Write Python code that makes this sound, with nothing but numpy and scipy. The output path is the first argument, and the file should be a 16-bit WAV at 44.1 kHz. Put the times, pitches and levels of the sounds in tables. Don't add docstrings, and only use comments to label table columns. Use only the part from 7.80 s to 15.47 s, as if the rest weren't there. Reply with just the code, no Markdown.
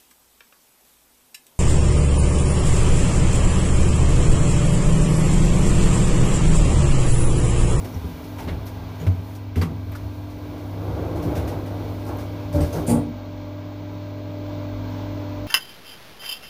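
import sys
import numpy as np
from scipy import signal
from scipy.fft import rfft, irfft
from scipy.io import wavfile
from scipy.ndimage import uniform_filter1d

SR = 44100
rng = np.random.default_rng(int(sys.argv[2]) if len(sys.argv) > 2 else 0)


def invert_db(x):
    u = np.asarray(x, float) / 20
    return 10 ** u


def dump(signal):
    limited = np.clip(np.atleast_2d(signal).T, -1, 1)
    pcm = np.round(limited * 32767).astype(np.int16)
    wavfile.write(sys.argv[1], SR, pcm)


N = 338247
TIME = np.arange(N) / SR
SHAFT_HZ = 42.46

# shaft_multiple [ratio], level_db [dB]
BLADE_TONES = [(4, -18), (7, -1), (8, -19), (12, -19), (15, -16.5)]
# pitch_hz [Hz], level_db [dB]
MAINS_HUM = [(100.1, -1.5)]
# pitch_hz [Hz], level_db [dB per Hz]
AIR_COLOUR = [(25, -36), (45, -14), (70, -1.5), (130, -3), (1050, -11.5), (1300, -19), (4300, -27),
              (6500, -33.5), (8100, -46.5), (9250, -48), (9320, -52), (11950, -54.5), (12050, -42.5),
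              (15500, -31.5)]
# pitch_hz [Hz], width_hz [Hz], level_db [dB]
DUCT_RESONANCES = [(49.4, 4.7, -45.5), (164.7, 13.5, -46), (411, 32, -51.5), (656, 10.7, -53.5),
                   (650, 82, -69), (886, 11, -59.5), (1155, 14, -64), (1595, 56, -63), (2230, 330, -58.5),
                   (3420, 440, -62), (4150, 230, -64), (14900, 500, -69.5)]
# start_s [s], gain_db [dB],
# hum_place_db [dB] in the standing wave of the hum, nearness_db [dB] to the fan blades
PHONE_MOVES = [(0, 2, 4, -14), (.3, 0, -22, -6.5), (.55, -0.5, -0.5, -0.5), (1.15, 0, -2, -9.5),
               (1.6, -3.5, 3.5, -3.5), (2.05, -2.5, 5, -2.5), (2.7, -2, -2, 2.5), (3, -1.5, 4.5, -1),
               (3.5, 1, 0, 5), (3.9, 0.5, 2, -0.5), (4.5, 0.5, 1.5, 0), (5.05, 1.5, -1, 2),
               (5.3, -1.5, -1, 0.5), (6.3, -1.5, -0.5, 1.5), (6.75, 1.5, -1, 2.5), (7.1, 1.5, -0.5, 0.5),
               (7.67, 1, 0.5, 3)]
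# start_s [s], level_db [dB]
HALL_LEVEL = [(0, -51), (.7, -58), (1.55, -59), (1.62, -66), (1.78, -74), (1.93, -61.5), (3.5, -57.5),
              (4.7, -61), (4.95, -51), (5.1, -61), (5.3, -71)]
# pitch_hz [Hz], level_db [dB per Hz]
HISS_COLOUR = [(3000, -35), (5500, 10.5), (8000, 4), (10000, 7.5), (12500, 11.5), (15500, 12)]
# pitch_hz [Hz], width_hz [Hz], level_db [dB]
CAR_BOOM = [(54.3, 16.5, -2), (75.9, 17.2, 9.5)]
# pitch_hz [Hz], width_hz [Hz], level_db [dB]
CROSS_MODES = [(158.6, 16.5, 1.5), (124.4, 53, 3), (210, 83, -4.5)]
# pitch_hz [Hz], width_hz [Hz], level_db [dB]
DOOR_PANELS = [(231.5, 54, -26), (332, 123, 19.5), (393, 87, 5.5), (454, 27, 11), (507, 142, 14.5),
               (607, 51, -4), (637, 66, -6)]
# pitch_hz [Hz], width_hz [Hz], level_db [dB]
DOOR_ROLLERS = [(823, 194, 10), (912, 37, -6), (1074, 105, 4.5), (1223, 320, 2.5)]
# start_s [s], level_db [dB]
ROLL_EFFORT = [
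    (2.5, -56),
    (2.8, -39.5),
    (2.97, -35.5),
    (3.25, -31.5),
    (3.55, -28),
    (3.75, -31),
    (3.85, -35),
    (4.4, -40),
    (4.72, -49),
]
# start_s [s], level_db [dB], length_s [s],
# tilt_db [dB gained per step up from cross mode to rollers], boom_db [dB]
DOOR_JOLTS = [(0, -38, 0.084, -2, -55), (0.248, -48, .05, 1, -33), (0.586, -41.5, 0.075, 10.5, -30),
              (0.663, -41, 0.084, -7, -27), (.8, -52, .04, -8, -39), (1.192, -41, 0.058, -6, -36),
              (1.258, -40, .02, -7, -40), (1.757, -38, .03, 4, -35), (1.843, -42, 0.045, -14.5, -37),
              (2.043, -57, .05, -4, -36), (2.175, -50, .04, -7, -38), (3.044, -38, .04, 0, -38),
              (3.316, -52, .05, -16, -42), (3.43, -46.5, 0.077, -18, -38), (3.57, -45.5, .06, 6, -31.5),
              (3.9, -37, 0.04, 3, -40), (3.987, -54, 0.026, 0, -37), (4.256, -38, 0.044, 12, -36),
              (4.729, -27.5, .1, 2, -25.5), (4.929, -24.5, 0.042, 3, -29), (5.077, -24.5, 0.054, -4, -29)]
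# start_s [s], bright_peak_db [dB], dull_minus_bright_db [dB], rub_s [s]
RUBS = [(0.0454, -31, 2.5, 0.01), (0.1401, -43, 3, .015), (0.4394, -39, -9, 0.012), (0.5826, -33, 5, .025),
        (0.6754, -42.5, 16.5, .025), (0.8644, -32.5, -3, 0.013), (1.1977, -40, 8, .03),
        (1.266, -33, 9.5, 0.0063), (1.5498, -36.5, -5, 0.011), (1.757, -32.5, 4, 0.024),
        (1.813, -27, 7, 0.014), (2.1191, -42, 9.5, .013), (2.151, -34.5, -7, 0.01), (2.4994, -43, -3, .016),
        (2.7794, -46, 6, .017), (3.357, -38, -10, .018), (3.4234, -35, -1, .02), (3.5528, -30, 3.5, 0.025),
        (3.675, -32, 3.5, 0.019), (3.8594, -40.5, 6, .018), (4.1994, -44, -8, .017),
        (4.2644, -36, -7, 0.026), (4.3844, -37, 5.5, 0.028), (4.727, -31, -4, 0.036),
        (4.803, -32, 1, 0.038), (4.9282, -30.5, -3, 0.035)]
# pitch_hz [Hz], level_db [dB per Hz]
BRIGHT_COLOUR = [(3500, 0), (5500, 3.5), (7500, -3), (11000, -2), (13500, 1), (15500, -10)]
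# pitch_hz [Hz], level_db [dB per Hz]
DULL_COLOUR = [(400, 29), (1000, 15), (2200, 15.5), (4000, 6), (6000, -78)]
# start_s [s], pitch_hz [Hz], width_hz [Hz], level_db [dB], t60_s [s]
SMALL_PARTS = [(.14, 5800, 500, -50, .08), (.585, 900, 240, -39, .25), (.682, 2000, 300, -38, .1),
               (.682, 4000, 900, -44, .08), (.855, 13000, 2500, -50, .25), (1.198, 6800, 300, -55, .2),
               (1.756, 2100, 900, -36, .05), (1.813, 1950, 300, -35, .08), (1.813, 4500, 500, -40, .07),
               (1.818, 1150, 130, -34, .25), (2.115, 13200, 2000, -50, .06), (2.149, 1400, 260, -37, .07),
               (4.249, 9000, 4000, -55, .03), (4.366, 14000, 1500, -47, .04), (4.806, 8400, 300, -47, .2),
               (4.806, 4800, 500, -46, .1), (4.925, 6300, 300, -45, .22), (4.925, 9800, 600, -48, .1)]
# start_s [s], peak_db [dB], lowest_mode_hz [Hz],
# push_s [s], panels_db [dB]
BLOWS = [
    (0.152, -18, 85, .006, -18),
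    (.239, -15.5, 75.6, 0.0035, -18),
    (.66, -17, 81, 0.012, -10),
    (1.2635, -2.5, 92.8, 0.0094, -23),
    (1.7567, -5.5, 88.5, 0.01, -12.5),
    (1.814, -22.5, 92.4, 0.003, -1),
    (.675, -22, 45, .02, -40),
    (4.8, -18, 42, .02, -40),
    (6.9, -20, 48.6, .04, -40),
]
# pitch_hz [Hz], level_db [dB], t60_s [s]
WALL_MODES = [(171.6, 2, 0.31), (240.4, 4, 0.18), (281.3, 0, 0.13), (388, 3, 0.082), (430, -9, 0.18),
              (763, -16, 0.3), (1026, -21, .15), (1300, -16, 0.065), (1910, -24, 0.074)]
# start_s [s], press_s [s]
DOOR_LANDINGS = [
    (4.74, 0.07),
    (4.95, 0.092),
    (5.078, 0.072),
    (5.12, .055),
]
# pitch_hz [Hz], level_db [dB], t60_s [s]
LEAF_MODES = [(86, -22, 0.39), (145, -27, 0.23), (258, -30.5, .12), (298.8, -31.5, 0.31), (584, -28, 0.45)]
# pitch_hz [Hz], level_db [dB], t60_s [s]
LATCH_MODES = [(306.7, -30, 0.32), (401, -37.5, 0.18)]
# pitch_hz [Hz], level_db [dB], t60_s [s]
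FRAME_MODES = [(121.4, -29, .3), (237.4, -21.5, 0.54), (497, -32, 0.38), (580, -37, .2), (695, -41, .23),
               (836, -36, 0.13), (888, -37.5, .3), (1123, -45.5, .17), (1970, -51.5, 0.35)]
# pitch_hz [Hz], level_db [dB], t60_s [s]
SILL_MODES = [(160.5, -24.5, 0.35), (292, -25, 0.54)]
# pitch_hz [Hz], width_hz [Hz], level_db [dB]
SEAL_RESONANCES = [(9270, 1900, 7), (7540, 530, -10), (4700, 310, -6.5), (3060, 920, -14),
                   (2370, 780, -5.5), (12000, 4000, -1)]
# pitch_hz [Hz], width_hz [Hz], depth [0-1]
PORT_DIPS = [(1810, 71, 0.86)]


def unit(x):
    return x / np.sqrt(np.mean(x ** 2))


def curve(table):
    start_s, *columns = np.transpose(table)
    return [invert_db(np.interp(TIME, start_s, level_db, -120, -120)) for level_db in columns]


def coloured(points):
    pitch_hz, level_db = np.transpose(points)
    bins = np.log(np.arange(N // 2 + 1) * SR / N + 1)
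    shape = invert_db(np.interp(bins, np.log(pitch_hz), level_db, -90, -90))
    return unit(irfft(rfft(rng.standard_normal(N)) * shape, N))


def resonate(x, peaks):
    total = 0
    for pitch_hz, width_hz, level_db in peaks:
        peak = signal.iirpeak(pitch_hz, pitch_hz / width_hz / 1.5, SR)
        once = signal.lfilter(*peak, x)
        total = total + invert_db(level_db) * unit(signal.lfilter(*peak, once))
    return total


def walk(rate):
    hold = int(SR / rate)
    steps = np.repeat(rng.standard_normal(N // hold + 1), hold)
    return unit(uniform_filter1d(uniform_filter1d(steps, hold), hold)[:N])


def tones(lines, wander_hz, flutter_db):
    total = 0
    for pitch_hz, level_db in lines:
        level = np.sqrt(2) * invert_db(level_db + flutter_db * walk(6.8))
        phase = 2 * np.pi * np.cumsum(pitch_hz + wander_hz * walk(2.996)) / SR
        total = total + level * np.sin(phase + 9 * rng.random())
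    return total


def burst(t, rise, hold, t60):
    return (1 - np.exp(-t / abs(rise))) * 1000. ** (-np.maximum(t - hold, 0) / t60)


def air_rush():
    flicker = invert_db(.7 * walk(9))
    rush = invert_db(11) * flicker * coloured(AIR_COLOUR)
    duct = invert_db(51.5) * resonate(rng.standard_normal(N), DUCT_RESONANCES)
    housing = tones([(6 * SHAFT_HZ, 11)], wander_hz=.6, flutter_db=1.3)
    return invert_db(-52) * (rush + duct + housing)


def mains_hum():
    return invert_db(-31.5) * tones(MAINS_HUM, wander_hz=.7, flutter_db=.6)


def blade_tones():
    lines = [(multiple * SHAFT_HZ, level_db) for multiple, level_db in BLADE_TONES]
    return invert_db(-38) * tones(lines, wander_hz=.6, flutter_db=.8)


def fan_whine():
    whine = tones([(14 * SHAFT_HZ, 0)], wander_hz=.9, flutter_db=1.3)
    return invert_db(-45.5 + np.interp(TIME, (2, 4.4), (-13.5, 0))) * whine


def fan():
    gain, hum_place, nearness = curve(PHONE_MOVES)
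    hum = hum_place * mains_hum()
    blades = nearness * blade_tones()
    whine = nearness ** 1.4 * fan_whine()
    return gain * (air_rush() + hum + blades + whine)


def hall():
    return curve(HALL_LEVEL)[0] * invert_db(-1.5 + 1.5 * walk(12)) * coloured(HISS_COLOUR)


def car(x):
    t60_s, wet_db = .2, -14
    t = TIME[:SR // 3]
    band = signal.butter(2, [800, 4000], "band", fs=SR, output="sos")
    echoes = signal.sosfilt(band, rng.standard_normal(len(t))) * 1000. ** (-t / t60_s)
    return x + invert_db(wet_db) * signal.fftconvolve(x, echoes / np.linalg.norm(echoes))[:N]


def door():
    roll_shares_db = np.array((-9, -7.5, -2, -13.5))
    jolt_shares_db = np.array((-0.5, -1, -14.5))
    jolt_rise_s, jolt_t60_s = 0.019, 0.44
    sway_db, shut_s = -43.5, 5.3
    bumps = invert_db(1.3 * walk(30))
    bodies = (CAR_BOOM, CROSS_MODES, DOOR_PANELS, DOOR_ROLLERS)
    shaken = [unit(resonate(bumps * rng.standard_normal(N), body)) for body in bodies]
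    gains = invert_db(roll_shares_db)[:, None] * curve(ROLL_EFFORT)[0]
    gains[0] += invert_db(sway_db) * (TIME < shut_s)
    t = TIME[:SR // 2]
    for start_s, level_db, length_s, tilt_db, boom_db in DOOR_JOLTS:
        upper_db = level_db + jolt_shares_db + tilt_db * np.array([-1, 0, 1])
        shares = invert_db(np.append(boom_db, upper_db))
        at = int(start_s * SR)
        gains[:, at:at + len(t)] += shares[:, None] * burst(t, jolt_rise_s, length_s, jolt_t60_s)
    return np.sum(gains * shaken, axis=0)


def rubs():
    fade_per_rub = 11.1
    out, t = np.zeros(N), TIME[:SR // 3]
    bright, dull = coloured(BRIGHT_COLOUR), coloured(DULL_COLOUR)
    for start_s, bright_db, dull_db, rub_s in RUBS:
        at = slice(int(start_s * SR), int(start_s * SR) + len(t))
        scuff = bright[at] + invert_db(dull_db + 3.5) * dull[at]
        out[at] += invert_db(bright_db - 15.5) * burst(t, 0.00047, rub_s, fade_per_rub * rub_s) * scuff
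    return out


def pings():
    out, t = np.zeros(N), TIME[:SR // 3]
    for start_s, pitch_hz, width_hz, level_db, t60_s in SMALL_PARTS:
        at = slice(int(start_s * SR), int(start_s * SR) + len(t))
        ring = resonate(rng.standard_normal(len(t)), [(pitch_hz, width_hz, 0)])
        out[at] += invert_db(level_db) * burst(t, .0015, .006, t60_s) * ring
    return out


def knocks():
    car_t60_s = 0.27
    out, t = np.zeros(N), TIME[:SR // 2]
    chances = rng.standard_normal((len(BLOWS), len(WALL_MODES)))
    for (start_s, peak_db, lowest_hz, push_s, panels_db), chance in zip(BLOWS, chances):
        modes = [(lowest_hz, 0, car_t60_s)]
        for (pitch_hz, level_db, t60_s), c in zip(WALL_MODES, chance):
            modes.append((pitch_hz * (1 + 0.0227 * c), panels_db + level_db + 2 * c, t60_s))
        ring = sum(invert_db(db) * np.sin(2 * np.pi * hz * t) * 1000. ** (-t / t60_s) for hz, db, t60_s in modes)
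        at = int(start_s * SR)
        out[at:at + len(t)] += invert_db(peak_db) * ring * (1 - np.exp(-t / abs(push_s))) ** 2
    return out


def landings():
    out, t = np.zeros(N), TIME[:SR // 2]
    wobble = invert_db(2.0 * walk(45))
    parts = (LEAF_MODES, LATCH_MODES, FRAME_MODES, SILL_MODES)
    for (start_s, press_s), part in zip(DOOR_LANDINGS, parts):
        at = int(start_s * SR)
        for pitch_hz, level_db, t60_s in part:
            skip = int(rng.random() * (N - len(t)))
            ring = np.sqrt(2) * np.sin(2 * np.pi * (pitch_hz * t + rng.random()))
            ring = ring * wobble[skip:skip + len(t)]
            out[at:at + len(t)] += invert_db(level_db) * burst(t, 0.003, press_s, t60_s) * ring
    return out


def seal():
    start_s, level_db, rise_s, rub_s, t60_s = 5.064, -31.5, 0.012, 0.056, .22
    press = burst(np.maximum(TIME - start_s, 0), rise_s, rub_s, t60_s)
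    grain = invert_db(0.61 * walk(150)) * rng.standard_normal(N)
    return invert_db(level_db) * press * unit(resonate(grain, SEAL_RESONANCES))


def scene():
    steady = car(fan() + hall())
    close = door() + rubs() + pings() + knocks() + landings() + seal()
    return (steady + close)[None]


def band_limit(x):
    return signal.sosfilt(signal.butter(12, 16410, fs=SR, output="sos"), x)


def record(dry):
    for pitch_hz, width_hz, depth in PORT_DIPS:
        port = signal.iirpeak(pitch_hz, pitch_hz / width_hz, SR)
        dry = dry - min(depth, 1) * signal.lfilter(*port, dry)
    top_cut = signal.ellip(12, .3, 70, 15480, fs=SR, output="sos")
    bass_cut = signal.butter(2, 35, "high", fs=SR, output="sos")
    mix = signal.sosfilt(bass_cut, signal.sosfilt(top_cut, dry))
    return band_limit(mix)


dry = scene()
out = record(dry)
dump(out)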